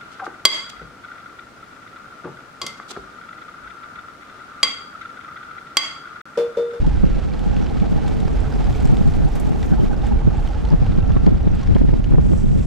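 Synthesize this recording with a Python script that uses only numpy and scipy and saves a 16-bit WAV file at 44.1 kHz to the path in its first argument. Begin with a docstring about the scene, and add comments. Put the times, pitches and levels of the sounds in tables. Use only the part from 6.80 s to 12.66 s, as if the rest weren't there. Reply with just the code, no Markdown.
"""Buffeting wind and a deep rumble, just outside the side window of an off-road vehicle on rough grassland.
The low wind bluster is in opposite phase left and right; the hardest buffets overload the input,
with dull knocking sounds. The chassis rumbles over ruts, tyres crunch, the engine drones and gears whine.
Dry brush hisses and ticks along the side, twigs crack on it, the body creaks and a loose part rattles."""
import sys
import numpy as np
from scipy import signal
from scipy.fft import rfft, irfft, next_fast_len
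from scipy.io import wavfile
from scipy.ndimage import uniform_filter1d

SR = 44100
rng = np.random.default_rng(int(sys.argv[2]) if len(sys.argv) > 2 else 0)


def unload_audio(sound):
    """Save the sound as a 16-bit wav file, at the path given as the first command line argument."""
    columns = np.transpose(np.atleast_2d(sound))
    # keep every value between -1 and 1, then stretch to whole-number steps
    steps = np.round(np.clip(columns, -1, 1) * 32767)
    wavfile.write(sys.argv[1], SR, steps.astype(np.int16))


N = 258426
TIME = np.arange(N) / SR
# bright snap of twig tips and of grit on the panel: (frequency [Hz], level [dB])
SNAP_SPECTRUM = [(4000, 0.5), (6500, -8), (7600, 10.5), (8700, -5), (11000, -20)]


def from_db(db):
    """Decibels to gain."""
    return 10 ** (np.asarray(db) / 20)


def rms_one(x):
    """Scale to unit rms."""
    return x / np.sqrt(np.mean(x ** 2) + 1e-20)


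def in_time(rows):
    """Each column of an automation curve at every sample."""
    s, *columns = np.transpose(rows)
    return [np.interp(TIME, s, c) for c in columns]


def bell(s, width):
    """A smooth swell of height 1 at time s, down to 1/e at width seconds either side."""
    return np.exp(-np.minimum(((TIME - s) / width) ** 2, 20))


def bursts(times, levels_db, t60):
    """Envelope of sudden blows that rise in under a millisecond and each die away in t60 seconds."""
    blows = np.zeros(N)
    blows[(times * SR).astype(int)] = from_db(levels_db)
    decays = signal.lfilter([1], [1, -from_db(-60 / (t60 * SR))], blows + 1e-18)
    return uniform_filter1d(decays, size=24)


def drift(rate):
    """Smooth random wander of rms 1, changing about rate times a second."""
    hop, settle = 40, 2000
    pole = np.exp(-2 * np.pi * rate * hop / SR)
    noise = rng.standard_normal(N // hop + settle + 2)
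    slow = signal.lfilter([1], [1, -2 * pole, pole * pole], noise)[settle:]
    return np.interp(np.arange(N) / hop, np.arange(len(slow)), rms_one(slow))


def white():
    """Two unrelated white noises."""
    return rng.standard_normal((2, N))


def grains(per_s, size_db):
    """Two channels of random contacts, more uneven as size_db grows; rms 1."""
    born = rng.random(N) < per_s / SR
    return rms_one(white() * born * from_db(size_db * np.minimum(rng.exponential(1, N), 4)))


def colour(x, spectrum):
    """Give a signal a spectrum that falls away steeply above its last point; rms 1."""
    hz, db = np.transpose(spectrum)
    size = next_fast_len(N)
    f = np.maximum(np.arange(size // 2 + 1) * SR / size, 1)
    gain = from_db(np.interp(np.log(f), np.log(hz), db)) * np.minimum(hz[-1] / f, 1) ** 3
    return rms_one(irfft(rfft(x, size) * gain, size)[..., :N])


def steady(x, span):
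    """Hold the power of a noise even over span seconds."""
    size = max(int(span * SR), 2)
    power = np.mean(np.atleast_2d(x) ** 2, axis=0)
    power = uniform_filter1d(uniform_filter1d(power, size), size)
    return x / np.sqrt(np.maximum(power, 0) + 1e-9)


def ring(clicks, hz, t60):
    """A unit click sets a sine of height 1 ringing."""
    r, w = from_db(-60 / (t60 * SR)), 2 * np.pi * hz / SR
    return signal.lfilter([0, np.sin(w)], [1, -2 * r * np.cos(w), r * r], clicks + 1e-18)


def spread(pair, side_db, right_db):
    """Two signals become mid and side of a stereo image, leaning right by right_db."""
    sides = np.array([[-1], [1]])
    return (pair[0] + sides * from_db(side_db) * pair[1]) * from_db(sides * right_db / 2)


def wind():
    """Low wind bluster, in opposite phase left and right; a hard buffet is a few irregular swings."""
    # airflow at the microphone: (time [s], level [dB])
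    airflow = [(0.0, -17), (0.56, -16), (1.3, -14.5), (1.68, -18), (2.4, -17), (2.56, -17.5), (2.88, -16.5),
               (2.96, -13), (3.2, -18), (3.44, -21), (3.68, -21.5), (4.4, -14.5), (4.88, -16.5),
               (4.96, -16), (5.86, -14.5)]
    # dips between gusts: (time [s], level change [dB])
    lulls = [(.125, -5), (.42, -10), (.58, -7), (1.71, -6), (2.51, -22), (2.76, -3), (3.4, -21), (3.75, -7),
             (3.98, -10), (4.06, -11), (4.25, 0), (4.62, -6), (4.84, -9), (5.23, -4), (5.59, -1)]
    # low bluster of the air: (frequency [Hz], level [dB])
    flow_spectrum = [(15, -21), (40, -3), (80, 3), (130, 0.5), (200, 3), (300, -7), (450, -13), (700, -28),
                     (1000, -38.5), (2000, -49)]
    # hard buffets: (time [s], peak level [dB], half-width [s], swing rate [Hz])
    buffets = [(.025, -7.5, .01, 110), (.075, -7.5, 0.014, 166), (.18, -14, .012, 115),
               (0.242, 0, 0.0079, 166), (.266, -11.5, 0.011, 168), (.671, -9, 0.013, 184),
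               (1.022, -6.5, 0.01, 176), (1.127, -12, .012, 182), (1.456, -9.5, 0.0082, 155),
               (1.801, -10, .018, 136), (1.891, -12, 0.02, 100), (2.055, -4.5, 0.013, 132),
               (2.101, -4, 0.014, 122), (2.132, -2.5, 0.0094, 139), (2.17, -18, 0.011, 229),
               (2.214, -5, .009, 183), (2.275, -5.5, 0.021, 143), (2.395, -11, 0.017, 131),
               (2.453, -6.5, 0.02, 152), (2.673, -10, .011, 120), (2.71, -9, .009, 147),
               (2.926, -7.5, 0.011, 175), (3.006, -6.5, 0.018, 129), (3.039, -6.5, 0.0084, 200),
               (3.33, -12, 0.035, 205), (3.362, -14, 0.013, 70), (3.479, -3, .01, 140),
               (3.936, -2.5, 0.017, 146), (4.025, -7, 0.014, 137), (4.097, -11, 0.0094, 147),
               (4.186, -1.5, 0.0068, 151), (4.305, -3, .008, 151), (4.336, -18, .009, 116),
               (4.368, -7, 0.0097, 152), (4.477, -0.5, 0.015, 184.6), (4.556, -11.5, 0.013, 156),
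               (4.672, -4, 0.0086, 163), (4.731, -10, 0.024, 127), (4.916, -9.5, 0.039, 94),
               (4.96, 0.5, 0.0054, 212), (5.015, -3.5, 0.0051, 238), (5.046, -3.5, .013, 161),
               (5.088, -1, 0.0074, 161), (5.135, -3.5, .008, 138), (5.277, -14, .013, 110),
               (5.317, -2.5, 0.011, 135), (5.344, 1.5, 0.0083, 133.5), (5.388, -0.5, 0.0095, 146),
               (5.462, -11.5, 0.023, 180), (5.499, -13, 0.0082, 194), (5.532, -4.5, 0.012, 178),
               (5.645, -6, 0.0064, 214), (5.724, -12, 0.015, 158), (5.759, -10, .01, 195),
               (5.794, -19, .015, 180)]
    flow_db, = in_time(airflow)
    gusts_db = 2.5 * drift(22) + sum(db * bell(s, width=0.025) for s, db in lulls)
    flow = from_db(flow_db - 3.5 + gusts_db) * steady(colour(white()[0], flow_spectrum), span=0.038)
    flow = flow * from_db([[-.6], [.6]])
    jitter_rad = 0.68 * drift(115)
    for s, db, width, hz in buffets:
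        near = np.abs(TIME - s) < .08
        t = TIME[near] - s
        imbalance_db = rng.normal(0, 1.5, (2, 1))  # each buffet is uneven between left and right
        swell = from_db(db + imbalance_db) * np.exp(-(t / width) ** 2)
        flow[:, near] += swell * np.sin(2 * np.pi * (hz * t + rng.random()) + jitter_rad[near])
    return flow * [[1], [-1]]


def wheels():
    """The chassis rumbles and the body booms over ruts while the tread crunches through soil."""
    # roughness of the ride: (time [s], chassis rumble [dB], body boom [dB])
    ride = [(0.0, -16.5, -25.5), (0.56, -25, -35), (0.64, -25, -33), (1.28, -25, -31), (1.6, -18.5, -35),
            (1.68, -21, -28), (1.76, -24, -48), (1.92, -20.5, -30.5), (2.48, -20.5, -30.5),
            (2.56, -20.5, -35), (3.2, -20.5, -33), (3.44, -21, -23), (3.76, -21.5, -36), (4.08, -18, -19),
            (4.48, -17.5, -27.5), (4.8, -20.5, -26.5), (4.96, -16.5, -26.5), (5.86, -20, -21.5)]
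    # swells in ruts, dips on smooth patches: (time [s], level change [dB])
    ruts = [(.08, 3), (.25, 2.5), (.36, 6.5), (.5, -4), (.69, 5), (.84, 0.5), (1.87, 3.5), (2.4, 2),
            (2.59, -4.5), (2.73, -11), (3.37, 6.5), (3.48, 2.5), (3.61, 7.5), (3.72, 0), (3.88, 0.5),
            (4.82, -6), (4.95, 0.5), (5.08, 2), (5.2, -5)]
    # tread on the ground: (time [s], level [dB])
    tread = [(0, -44), (1.1, -38.5), (2.1, -37.5), (3.1, -39), (4.2, -41), (5.85, -46)]
    # sub-bass of the chassis: (frequency [Hz], level [dB])
    rumble_spectrum = [(12, -17), (24, 5.5), (45, 3), (70, 0), (110, -16), (170, -20.5), (300, -39.5)]
    # hollow boom of the body: (frequency [Hz], level [dB])
    boom_spectrum = [(60, -16.5), (100, 2), (140, -5), (200, -9.5), (300, -22), (500, -36)]
    # midrange crunch of the tyres: (frequency [Hz], level [dB])
    tyre_spectrum = [(100, -4), (250, 9), (430, 4), (560, 2), (680, 2), (790, 4), (880, -0.5), (980, -6),
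                     (1250, -7), (1550, -9), (1800, -15.5), (3000, -21), (8000, -35.5)]
    rumble_db, boom_db = in_time(ride)
    rumble_db = rumble_db + sum(db * bell(s, width=0.038) for s, db in ruts)
    tread_db, = in_time(tread)
    rumble = from_db(rumble_db - 0.5) * steady(colour(white()[0], rumble_spectrum), span=0.06)
    sway = from_db(rumble_db - 7.5) * colour(white(), rumble_spectrum)
    boom = from_db(boom_db - 2.5) * steady(colour(white()[0], boom_spectrum), span=0.13)
    soil = grains(per_s=5000, size_db=2.5)
    crunch = from_db(tread_db + 3 + 0.76 * drift(22.5)) * colour(soil, tyre_spectrum)
    return (rumble + boom) * from_db([[-1.5], [1.5]]) + sway + spread(crunch, side_db=-1.5, right_db=1.5)


def knocks():
    """Dull knocking sounds go with the overloads: a damped ring and a rough crack, dead centre."""
    # knocks: (time [s], peak level [dB])
    knock_cues = [(.232, -25.5), (.239, -19), (3.933, -15.5), (4.304, -22), (4.368, -17.5), (4.473, -18.5),
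                  (4.674, -18.5), (4.964, -13), (5.013, -23), (5.091, -20), (5.137, -18.5), (5.322, -19),
                  (5.34, -25), (5.356, -23), (5.383, -16), (5.533, -19.5)]
    # boxy crack on each knock: (frequency [Hz], level [dB])
    crack_spectrum = [(250, -5), (480, 1.5), (900, 3), (1500, -8.5), (2600, -14.5)]
    ring_t60_s = 0.014
    thud = 0
    for start, level_db in knock_cues:
        t = np.maximum(TIME - start, 0)
        hz = 404 * rng.uniform(0.65, 1.26)
        decay = from_db(level_db - 60 * np.minimum(t / ring_t60_s, 2))
        thud = thud + decay * np.sin(2 * np.pi * hz * t)
    s, db = np.transpose(knock_cues)
    crack = bursts(s, db - 9.5, t60=0.027) * steady(colour(white()[0], crack_spectrum), span=0.0028)
    return signal.sosfilt(signal.butter(2, 2600, fs=SR, output="sos"), thud + crack)


def engine():
    """Firings drone unevenly, the drivetrain moans, and a gear mesh whines at its casing's resonance."""
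    # engine speed and drone: (time [s], firing rate [Hz], level [dB])
    revs = [(0, 55.5, -56), (.2, 53, -52), (.47, 50.8, -50), (.87, 49.6, -48), (1.05, 50, -42),
            (1.45, 49.7, -41.5), (1.62, 48.3, -42.5), (2.1, 48, -45), (2.5, 47, -46), (3.0, 49.5, -46),
            (3.55, 49.5, -49), (4.1, 51.3, -52), (4.45, 51.8, -56), (4.8, 54, -58), (5.86, 56, -57)]
    # harmonics of the drone: (multiple of the firing rate, level [dB])
    orders = [(1, 4.5), (2, -18), (3, 1), (5, -4.5), (6, -5.5), (9, -4)]
    # drivetrain moan, up during the first slowing: (time [s], level [dB])
    moan_curve = [(0, -68), (.22, -46.5), (.5, -47), (.78, -45), (.98, -64), (2, -68)]
    # gear whine ahead of the resonance: (time [s], level [dB])
    whine_curve = [(0, -51), (.33, -49.5), (.9, -53), (4.0, -54), (5.86, -50)]
    moan_order, mesh_order = 10, 26
    casing_hz, casing_width_hz = 1340, 35
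    firing_hz, drone_db = in_time(revs)
    moan_db, = in_time(moan_curve)
    whine_db, = in_time(whine_curve)
    phase = 2 * np.pi * np.cumsum(firing_hz * (1 + 0.00356 * drift(11.7))) / SR
    drone = 0
    for order, db in orders:
        gain = from_db(db + 3.3 * drift(12.7))
        drone = drone + gain * np.sin(order * phase + rng.uniform(0, 2 * np.pi) + 0.5 * drift(19))
    moan = from_db(moan_db + 0.68 * drift(23)) * np.sin(moan_order * phase + 0.13 * drift(15))
    resonance = 1 / np.hypot(1, 2 * (mesh_order * firing_hz - casing_hz) / casing_width_hz)
    whine = from_db(whine_db + 2 * drift(60)) * resonance * np.sin(mesh_order * phase + .5 * drift(70))
    return np.sqrt(2) * (from_db(drone_db) * drone + moan + whine) * from_db([[-1], [1]])


def brush():
    """Countless stalks swish, tick and sizzle past; one bush drags along the panel with a sharp hiss."""
    # thickness of the brush: (time [s], swish [dB], dry sizzle [dB])
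    thickness = [(0.0, -46.5, -74), (1.28, -46.5, -67.5), (1.6, -47, -65.5), (1.92, -45.5, -62),
                 (2.56, -47, -61), (3.4, -51, -72), (3.7, -48, -69), (4.64, -50.5, -76), (4.88, -46, -73),
                 (5.2, -51, -70.5), (5.86, -51, -69)]
    # tufts sweeping past: (time [s], swish change [dB])
    tufts = [(1.29, 3), (2.86, 1), (3.04, 3), (3.26, 4.5), (3.92, 2), (4.43, 2.5), (4.93, -1.5),
             (5.58, 1.5)]
    # the dragging bush: (time [s], level [dB])
    bush = [(5.33, -80), (5.45, -60), (5.58, -54.5), (5.68, -61), (5.86, -56)]
    # soft swish of leaves: (frequency [Hz], level [dB])
    swish_spectrum = [(500, 4.5), (1400, 8.5), (2300, 4.5), (3200, 1.5), (5000, -4), (6800, -11),
                      (7600, -11), (9000, -19.5), (15000, -39.5)]
    # airy sizzle of seed heads: (frequency [Hz], level [dB])
    sizzle_spectrum = [(3000, -9), (6000, 12), (7600, 6), (10000, 2.5), (15500, -5)]
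    # narrow hiss of the bush: (frequency [Hz], level [dB])
    drag_spectrum = [(3500, -29), (5200, 0.5), (6000, 5), (6800, 2.5), (7700, 8), (8800, -2), (11000, -7),
                     (13000, -31), (16000, -32)]
    stem_pitches_hz, stem_cycles = np.geomspace(2300, 5800, 7), 48
    swish_db, sizzle_db = in_time(thickness)
    drag_db, = in_time(bush)
    tufts_db = sum(db * bell(s, width=0.053) for s, db in tufts)
    clumps_db = 1.73 * drift(35)
    blades = grains(per_s=12000, size_db=2)
    stems = sum(ring(grains(per_s=14, size_db=2), hz, t60=stem_cycles / hz) for hz in stem_pitches_hz)
    seed_heads = colour(grains(per_s=7000, size_db=3), sizzle_spectrum)
    swish = from_db(swish_db + 0.64 + tufts_db + clumps_db) * colour(blades, swish_spectrum)
    ticks = from_db(swish_db - 12.5 + tufts_db) * rms_one(stems)
    sizzle = from_db(sizzle_db + 2.5 + 1.8 * tufts_db + 2.7 * drift(35)) * seed_heads
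    grit = from_db(sizzle_db - 3.5) * colour(grains(per_s=60, size_db=3), SNAP_SPECTRUM)
    drag = from_db(drag_db + 1.7 * drift(30)) * colour(white(), drag_spectrum)
    leafy = spread(swish + ticks, side_db=-12.5, right_db=4.5)
    return leafy + spread(sizzle + grit + drag, side_db=-6.5, right_db=0)


def creaks():
    """Each flex of the body rubs a seal: a short, rough squeak, most with a slide in pitch."""
    # squeaks: (time [s], peak level [dB], pitch [Hz], slide [Hz/s])
    flexes = [(.05, -33, 862, 1000), (.115, -37, 830, -3000), (.661, -33.5, 820, 0),
              (.739, -33.5, 810, 1500), (.821, -33.5, 790, -3500), (.911, -34, 815, -4000),
              (1.04, -32.5, 812, -2500), (1.187, -29.5, 820, -4000), (1.252, -34, 825, -4000),
              (1.318, -38, 880, 0), (1.443, -35, 774, -2000), (1.64, -36, 730, 1500), (1.74, -35, 760, 0),
              (1.815, -33, 870, 4000), (1.886, -31.5, 808, -4000), (1.995, -33, 745, 1000),
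              (2.058, -33, 777, -3500), (2.1, -37, 870, 0), (2.213, -35, 780, 0), (2.264, -37, 800, -2000),
              (2.486, -30.5, 823, 7000), (2.557, -34, 780, -5500), (2.669, -35, 850, 2000),
              (2.938, -32, 767, -2500), (2.985, -33, 873, 3500), (3.115, -31.5, 820, -2000),
              (3.243, -29.5, 810, 3000), (3.32, -30.5, 840, -5500), (3.413, -35, 863, 4500),
              (3.546, -32.5, 832, -5500), (3.594, -33, 826, -4000), (3.65, -36, 840, -5000),
              (3.709, -35, 800, -5000), (3.764, -33.5, 848, 0), (3.851, -33.5, 854, 6000),
              (3.915, -33, 863, -3000), (4.059, -34.5, 785, -3000), (4.242, -37, 770, -4500),
              (4.367, -36, 1126, -4000), (4.831, -39, 1084, 0)]
    half_width_s, octave_db = .011, -17.5
    squeaks = np.zeros(N)
    wobble_rad = .42 * drift(120)
    grip = from_db(2 * drift(160) - 1.3)
    for s, db, hz, slide in flexes:
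        near = np.abs(TIME - s) < .06
        t = TIME[near] - s
        phase = 2 * np.pi * (hz * t + slide / 2 * t ** 2) + wobble_rad[near]
        swell = from_db(db) * np.exp(-(t / half_width_s) ** 2)
        squeaks[near] += swell * (np.sin(phase) + from_db(octave_db) * np.sin(2 * phase))
    return squeaks * grip * from_db([[-.5], [2.5]])


def twigs():
    """A twig cracks on the panel and rings, its thin tip snaps, and dry ones throw splinters."""
    # twig strikes: (time [s], crack [dB], ring pitch [Hz], tip snap [dB], splinters [dB])
    strikes = [(.0648, -42, 3000, -52, -76), (.5921, -41, 3540, -54, -62), (.765, -37.5, 3300, -62, -80),
               (0.868, -42, 2960, -64, -75), (.9996, -40, 3420, -56, -70), (1.279, -37, 3120, -45, -59),
               (1.402, -39.5, 3800, -42, -66), (1.8424, -43, 2900, -50, -66), (1.9255, -40, 3600, -56, -70),
               (2.0047, -41, 3300, -44, -70), (2.0535, -40, 5400, -36, -56), (2.073, -42, 3300, -41, -64),
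               (2.169, -38, 3660, -45, -74), (2.2747, -48, 4200, -49, -68), (2.3376, -44, 3250, -54, -68),
               (2.5544, -51, 5500, -45, -46.5), (2.598, -56, 5500, -40, -45), (2.67, -47, 3000, -46, -70),
               (2.828, -32.5, 2000, -48, -66), (3.267, -41.5, 3200, -43.5, -63),
               (3.5693, -49, 3300, -50, -70), (3.674, -41, 2960, -52, -60), (3.8513, -41, 4100, -51, -72),
               (4.064, -40, 2980, -60, -67), (4.319, -41.5, 3530, -62, -80),
               (4.4635, -35.5, 4530, -66, -57), (4.751, -46, 2930, -46, -62),
               (4.949, -37.5, 3200, -54, -68), (5.1703, -47, 3100, -64, -76), (5.242, -37, 2940, -55, -76)]
    # broad woody crack: (frequency [Hz], level [dB])
    crack_spectrum = [(800, -21), (1400, 4), (2000, 11), (3200, 11), (5000, 0), (7000, -0.5), (12000, -89)]
    # fine spray of splinters: (frequency [Hz], level [dB])
    splinter_spectrum = [(5000, -4), (8000, 2), (11000, 4), (15500, -6)]
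    ring_t60_s = 0.035
    s, crack_db, ring_hz, tip_db, splinter_db = np.transpose(strikes)
    crack = bursts(s, crack_db + 1, t60=.024) * colour(white(), crack_spectrum)
    t = TIME[:SR // 20]
    for start, db, hz in zip((s * SR).astype(int), crack_db, ring_hz):
        wander_rad = np.cumsum(rng.normal(0, .1, len(t)))
        decay = from_db(db - 1.5 - 60 * t / ring_t60_s)
        crack[0, start:start + len(t)] += decay * np.sin(2 * np.pi * hz * t + wander_rad)  # mid only
    tip = bursts(s, tip_db, t60=0.031) * colour(white(), SNAP_SPECTRUM)
    splinters = bursts(s, splinter_db, t60=0.074) * colour(white(), splinter_spectrum)
    return spread(crack, side_db=-14, right_db=0.5) + spread(tip + splinters, side_db=-6, right_db=-1)


def rattle():
    """Dense uneven contacts ring a loose part at two close resonances."""
    # fits of rattling: (time [s], level [dB], half-width [s])
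    fits = [(.2, -51, 0.37), (.8, -52, 0.1), (1.53, -43.5, 0.011), (1.652, -40, 0.014), (1.725, -45, .012),
            (2.932, -39, .015), (3.134, -46, .015), (3.283, -51, .03), (3.74, -39.5, .015),
            (4.15, -51, 0.13)]
    # twin peaks of the loose part: (frequency [Hz], level [dB])
    part_spectrum = [(1000, -19), (1230, -15), (1320, 4), (1420, -4.5), (1560, 3), (1700, -27), (2100, -27)]
    swell = sum(from_db(db) * bell(s, width) for s, db, width in fits)
    chatter = colour(grains(per_s=400, size_db=1), part_spectrum)
    return spread(swell * chatter, side_db=-10, right_db=6)


def scene():
    """Vehicle, vegetation and wind together."""
    return engine() + wheels() + creaks() + rattle() + brush() + twigs() + wind() + knocks()


def record(dry):
    """The input overloads with flat tops, and the highest treble is cut."""
    ceiling, hardness, cutoff_hz, fade_s = .648, 12, 15750, .003
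    clipped = dry / (1 + (dry / ceiling) ** hardness) ** (1 / hardness)
    low_pass = signal.ellip(14, .1, 90, cutoff_hz, fs=SR, output="sos")
    fade = np.clip(np.minimum(TIME, TIME[-1] - TIME) / fade_s, 0, 1)
    return signal.sosfilt(low_pass, clipped * fade)


dry = scene()
out = record(dry)
unload_audio(out)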